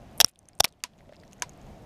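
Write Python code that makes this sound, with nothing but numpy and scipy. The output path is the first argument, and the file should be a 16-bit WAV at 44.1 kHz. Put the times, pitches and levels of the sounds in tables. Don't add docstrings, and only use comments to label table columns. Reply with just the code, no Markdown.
import sys
import numpy as np
from scipy import signal
from scipy.fft import rfft, irfft, next_fast_len
from scipy.io import wavfile
from scipy.ndimage import map_coordinates

SR = 44100
rng = np.random.default_rng(int(sys.argv[2]) if len(sys.argv) > 2 else 0)


def to_linear_factor(level_db):
    exponent = np.asarray(level_db, float) / 20
    return 10 ** exponent


def waveform_to_disk(signal):
    frames = np.transpose(np.atleast_2d(signal))
    scaled = np.clip(frames, -1, 1) * 32767
    samples = np.round(scaled).astype(np.int16)
    wavfile.write(sys.argv[1], SR, samples)


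N = 81585
T = np.arange(2048) / SR
LEAD_S = 0.0003


def unit(x):
    return x / np.sqrt(np.mean(x ** 2) + 1e-20)


def decay(t, t60):
    return to_linear_factor(-60 * t / t60)


def filtered(x, response):
    size = next_fast_len(x.shape[-1] + 8192)
    spectrum = rfft(x, size) * response(np.fft.rfftfreq(size, 1 / SR))
    return irfft(spectrum, size)[..., :x.shape[-1]]


def coloured(points, size):
    hz, db = np.transpose(points)
    noise = rng.standard_normal(size)
    return unit(filtered(noise, lambda f: to_linear_factor(np.interp(np.log(f + 1), np.log(hz + 1), db))))


def resonate(x, modes):
    def response(f):
        total = 0
        for k, (centre, width, db) in enumerate(modes):
            damping = 1j * f * width
            total = total + (-1) ** k * to_linear_factor(db) * damping / (centre * centre - f * f + damping)
        return total
    return filtered(x, response)


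def add(track, start, db, sound):
    track[round(start * SR):][:len(sound)] += to_linear_factor(db) * sound / np.abs(sound).max()


def burst(t60, hold=0.):
    snap = 3.9 * (T == 0)
    return (rng.standard_normal(len(T)) + snap) * decay(np.maximum(T - hold, 0), t60)


# time in seconds, level in dB.
YARD_GAIN = [(0.0, -49.5), (0.107, -47), (0.236, -51.5), (0.293, -66), (0.52, -59), (0.675, -62),
             (0.952, -59.5), (1.292, -53.5), (1.592, -47.5), (1.85, -49.5)]


def gain_db():
    return np.interp(np.arange(N) / SR, *np.transpose(YARD_GAIN))


# frequency in Hz, level in dB.
MURMUR = [(12, -28.5), (20, -2.5), (92, -3), (196, -4), (427, -14), (700, -10), (1070, -23), (1600, -44.5)]
# frequency in Hz, density in dB per Hz.
HISS_COLOUR = [(600, -20), (1100, 0), (2500, -4), (5200, -12.5), (6600, -13.5), (9000, -25), (12500, -28),
               (15500, -48)]


def yard():
    lumps = map_coordinates(rng.standard_normal(40), [np.arange(N) * 14 / SR])
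    murmur = coloured(MURMUR, N) * to_linear_factor(2.0 * lumps)
    hiss = coloured(HISS_COLOUR, N) * to_linear_factor(-14.5 + 0.6 * lumps)
    return to_linear_factor(gain_db()) * (murmur + hiss)


# start in seconds, length in seconds, level in dB, centre in Hz.
SLIDES = [(0.214, 0.02, -51, 2520), (0.25, 0.06, -57, 2120), (0.285, 0.017, -57, 8950),
          (0.483, 0.018, -59, 1870), (0.653, 0.036, -52, 1457), (0.678, .02, -56.5, 5030),
          (0.8, 0.017, -71, 3000), (0.985, 0.036, -62.5, 2500), (1.089, 0.021, -64, 2503),
          (1.121, 0.062, -63.5, 2098), (1.194, 0.018, -65.5, 4040), (1.231, 0.014, -63.5, 2460),
          (1.32, 0.015, -58.5, 2960), (1.333, 0.015, -66, 9970)]


def scrapes():
    out = np.zeros(N + SR)
    grit_db, q, size = 6.5, 0.77, 4096
    for start, length, db, hz in SLIDES:
        u = np.arange(size) / SR / length
        grit = to_linear_factor(grit_db * map_coordinates(rng.standard_normal(70), [np.arange(size) / 64]))
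        mode = [(hz, hz / q, 0)]
        noise = unit(resonate(resonate(grit * rng.standard_normal(size), mode), mode))
        swell = np.minimum(8 * u, 1) * np.exp(-2 * u ** 2)
        out[round(start * SR):][:size] += to_linear_factor(db) * noise * swell
    return out[:N]


# start in seconds, peak level in dB.
NUDGES = [(.981, -58.5), (0.987, -57), (1.2735, -59), (1.324, -49.5), (1.3318, -36.5), (1.382, -53),
          (1.3989, -45), (1.4945, -34.5), (1.502, -59.5), (1.5348, -49.5), (1.6155, -47.5), (1.627, -58),
          (1.661, -59.5), (1.667, -53), (1.6875, -54.5), (1.7825, -56), (1.823, -65.5)]
# frequency in Hz, width in Hz, level in dB.
GLASS_MODES = [(6560, 416, 4), (9770, 540, -13.5), (12330, 900, -17)]


def chinks():
    out = np.zeros(N + SR)
    for start, db in NUDGES:
        contact = burst(0.0023) + 8 * (T == 0)
        ring = resonate(contact, GLASS_MODES)
        add(out, start - LEAD_S, db, resonate(ring, [(8000, 9000, 0)]))
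    return out[:N]


# frequency in Hz, width in Hz, level in dB.
BARREL_MODES = [(1390, 830, -7.5), (2190, 800, -12), (3256, 660, -3.5), (5410, 450, 1), (6500, 1100, -7.5),
                (9410, 1140, -7.5), (12850, 2400, -9.5)]


def leaning(hz, db_per_oct):
    return [(c, w, db - db_per_oct * abs(np.log2(c / hz))) for c, w, db in BARREL_MODES]


def faint_crackle():
    level, ticks = gain_db(), []
    for when, chance, pitch in rng.random((110, 3)):
        db = level[int(when * N)] - 13 - 1.5 * np.log(chance)
        ticks.append((when * N / SR, db, 2000 * 6.6 ** pitch))
    return ticks


# start in seconds,
# peak level in dB, pitch in Hz.
SPLINTER_TICKS = [(0.1781, -29, 12000), (0.1835, -31.5, 9300), (0.262, -30.5, 9350), (0.2799, -39, 10200),
                  (0.2849, -33, 10240), (0.2891, -44, 5420), (0.3105, -57, 10270), (0.3149, -57, 9400),
                  (0.3367, -61, 5510), (0.3492, -63, 9330), (0.3587, -47.5, 3460), (0.3905, -40, 9330),
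                  (0.456, -51.5, 6260), (0.4876, -33, 9350), (0.533, -52, 4800), (0.5526, -45, 9260),
                  (0.5892, -44.5, 9230), (0.6797, -44.5, 4320), (0.6886, -47.5, 4720), (0.7043, -56, 4160),
                  (0.7251, -48.5, 8870), (0.7379, -58, 3110),
                  (0.805, -58.5, 2850), (0.9358, -54, 3400), (0.9807, -57.5, 2802), (0.9874, -54, 2590),
               (1.0074, -48, 2056), (1.0582, -57.5, 2020), (1.0931, -53, 2020), (1.1257, -45.5, 1790),
               (1.1354, -45, 1867), (1.1506, -50, 2705), (1.1596, -48, 5390), (1.166, -45, 5020),
               (1.2002, -51, 5040), (1.2131, -52, 5054), (1.2355, -43, 1940), (1.2511, -55, 5810),
               (1.279, -46, 5800), (1.313, -49, 5770), (1.3255, -56, 9720), (1.3326, -52, 9500),
               (1.4386, -42, 2120), (1.5757, -56, 8010), (1.576, -52.5, 12000), (1.338, -52, 10500),
               (1.313, -59, 13000), (1.016, -60, 10000), (1.0422, -61.5, 9000), (1.085, -60, 9600),
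               (1.096, -58.5, 3520), (1.1135, -62, 5200), (1.119, -55.5, 5000), (1.125, -60, 5630),
               (1.369, -61, 11500), (1.39, -52, 1900), (1.251, -60, 11900), (1.238, -58, 4500),
                  (0.19, -46, 11000), (0.196, -33, 10600), (.2225, -37, 3300), (0.225, -36, 5550),
               (.2415, -49, 3000), (0.2683, -44.5, 3530), (.57, -64, 8000), (.58, -53, 9040),
               (.6265, -55, 6080), (.682, -61, 3467), (1.07, -60, 8006), (1.332, -43, 2697),
               (.2225, -44, 13500), (.2225, -38, 7500), (.229, -48.5, 9000), (0.2994, -56, 10000),
               (0.3585, -55, 9100), (.43, -59, 6830), (.533, -58.5, 2300), (.693, -57.5, 6180),
               (.7125, -64, 5600), (0.7252, -53.5, 3600), (0.7257, -54, 6000), (.6885, -49, 9010),
               (.798, -62, 9060), (.793, -61.5, 2003)]


def splinters():
    out = np.zeros(N + SR)
    q, partner, partner_db, body_db = 9, 0.68, -9, -8
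    for start, db, hz in [*SPLINTER_TICKS, *faint_crackle()]:
        own = [(hz, hz / q, 0), (partner * hz, hz / q, partner_db)]
        body = [(c, w, g + body_db) for c, w, g in leaning(hz, 11)]
        add(out, start - LEAD_S, db, resonate(burst(0.0021), own + body))
    return out[:N]


# start in seconds, peak level in dB, extra first snap, bench ring in dB.
JAW_JOLTS = [
    (0.8379, -12, 11.8, -25),
    (1.422, -11.5, 6.1, -20),
]
# frequency in Hz, width in Hz, level in dB.
JAW_MODES = [
    [(1970, 230, -6.5), (2700, 300, -7), (3600, 190, -8.5), (4680, 290, 2), (6600, 610, -3),
     (7480, 260, -4), (8780, 400, -7.5), (11300, 610, -13), (13500, 850, -14.5)],
    [(701, 130, -2), (1590, 260, -1.5), (2500, 310, -3), (3700, 220, -7), (4520, 300, -6.5), (6300, 450, 0),
     (9360, 320, -7), (11500, 790, -17.5), (14300, 280, -36)],
]
# frequency in Hz, level in dB.
SCATTER_COLOUR = [(120, -35), (280, -17.5), (600, -9.5), (2500, -7.5), (5500, -11.5), (9000, -20),
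                  (15500, -38)]


def jolts():
    out, t = np.zeros(N + SR), np.arange(SR // 4) / SR
    bench_hz, bench_t60, bench_rise_s = 982, 0.035, 0.0078
    for (start, db, snap, ring_db), modes in zip(JAW_JOLTS, JAW_MODES):
        add(out, start, db, resonate(burst(0.011, 0.00047) + snap * (T == 0), modes))
        swell = 1 - np.exp(-(t / bench_rise_s) ** 4)
        ring = decay(t, bench_t60) * np.sin(2 * np.pi * bench_hz * t) * swell
        add(out, start, db + ring_db, ring)
        fade = decay(t, 0.057) + to_linear_factor(-25) * decay(t, 0.23)
        add(out, start, db - 12, coloured(SCATTER_COLOUR, len(t)) * fade)
    return out[:N]


# start in seconds,
# peak level in dB, pitch in Hz, t60 in seconds.
STRUCK_RINGS = [(0.2026, -15, 747, 0.011), (.207, -26, 760, 0.016), (.2115, -21, 811, 0.013),
                (.2135, -18.5, 773, 0.012), (0.2446, -17, 1364, 0.0054), (.602, -31, 748, 0.013),
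                (0.604, -8, 735, .012), (.6065, -25, 727, 0.0063), (.646, -21.5, 890, 0.013),
                (1.0938, -40.5, 589, 0.037), (1.123, -39.5, 617, 0.029), (.2025, -12.5, 1776, 0.007),
                (0.2028, -12.5, 2680, 0.0057), (0.6462, -13.5, 2330, 0.0058), (0.215, -34, 3260, .03),
                (0.231, -47, 850, 0.012), (0.246, -44.5, 3270, 0.035), (0.2678, -51, 720, 0.0207),
                (0.289, -65, 2500, 0.08), (.6535, -37, 700, .02), (0.67, -46, 516, 0.021),
                (1.209, -53, 698, .03), (.2447, -7, 5460, .005), (0.2454, -7, 5440, .005),
                (0.3908, -46, 6200, 0.0044), (0.4867, -41.5, 6300, 0.0053), (.842, -50, 260, 0.053),
                (1.4222, -38, 487, 0.021), (1.2, -53, 5000, 0.0059), (0.2022, -8, 12410, .002)]


def thumps():
    out = np.zeros(N + SR)
    for start, db, hz, t60 in STRUCK_RINGS:
        onset = 1 - np.exp(-T / 0.00057)
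        add(out, start, db, -np.sin(2 * np.pi * hz * T) * decay(T, t60) * onset)
    return out[:N]


# start in seconds, peak level in dB, length in seconds, push 1 or pull -1.
AIR_PUFFS = [
    (0.2446, -20, 0.0016, 1),
    (.6048, -23, 0.003, -1),
    (0.6455, -25, 0.0012, -1),
    (.2105, -32, 0.0024, -1),
]


def puffs():
    out = np.zeros(N + SR)
    for start, db, length, way in AIR_PUFFS:
        u = T / length
        add(out, start, db, way * u * (1 - 1.29 * u) * np.exp(-2.2 * u))
    return out[:N]


# start in seconds, peak level in dB, strongest pitch in Hz, t60 of the tearing in seconds.
BREAKS = [(0.2016, -20, 9100, .004), (0.2025, -2.5, 4235, 0.0025), (0.2036, -7, 5490, 0.0045),
          (0.2073, -9, 8980, 0.014), (0.2089, -7.5, 5650, 0.011), (0.2114, 1, 3150, 0.0092),
          (0.213, -6, 3270, 0.0025), (0.215, -21.5, 3340, 0.0079), (.2175, -27.5, 2940, 0.005),
          (0.2448, -9.5, 5490, 0.0056), (0.2456, -3.5, 5550, 0.0031), (0.5992, -19, 6000, 0.011),
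          (.602, -11.5, 5410, .01), (.6035, -6.5, 3547, 0.012), (0.6049, -4.5, 3510, 0.006),
          (.606, -3, 5290, 0.0028), (0.606, -8, 4460, 0.0018), (0.6364, -27.5, 3350, 0.02),
          (0.6412, -25.5, 5440, 0.011), (.6429, -4, 4980, 0.0051), (0.6463, -6, 2328, 0.0038),
          (0.6469, -10.5, 3433, 0.0059), (0.649, -21.5, 5520, 0.011), (0.653, -15, 4500, 0.0035)]


def fractures():
    out = np.zeros(N + SR)
    for start, db, hz, t60 in BREAKS:
        tearing = burst(t60, hold=0.00073)
        add(out, start, db, resonate(tearing, leaning(hz, 3.5)))
    return out[:N]


def echo(x):
    t = np.arange(SR // 8) / SR
    tail = rng.standard_normal(len(t)) * decay(t, 0.03)
    return signal.fftconvolve(x, tail / np.linalg.norm(tail))[:N]


def scene():
    cracks = fractures() + thumps() + puffs()
    ticks = splinters() + chinks()
    answer = echo(to_linear_factor(-37) * cracks + to_linear_factor(-16.5) * ticks)
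    return (cracks + ticks + answer + jolts() + scrapes() + yard())[None]


# frequency in Hz, level in dB.
MIC_RESPONSE = [(9000, -0.5), (13000, -2), (15000, -5), (15400, -22), (16450, -23.5), (16600, -88.5)]


def microphone(dry):
    hz, db = np.transpose(MIC_RESPONSE)
    heard = filtered(dry, lambda f: to_linear_factor(np.interp(f, hz, db)))
    return heard / (1 + np.abs(heard / 1.05) ** 6) ** (1 / 6)


def low_pass(x):
    return signal.sosfilt(signal.butter(12, 16520, fs=SR, output="sos"), x)


def record(dry):
    mix = microphone(dry)
    return low_pass(mix)


dry = scene()
out = record(dry)
waveform_to_disk(out)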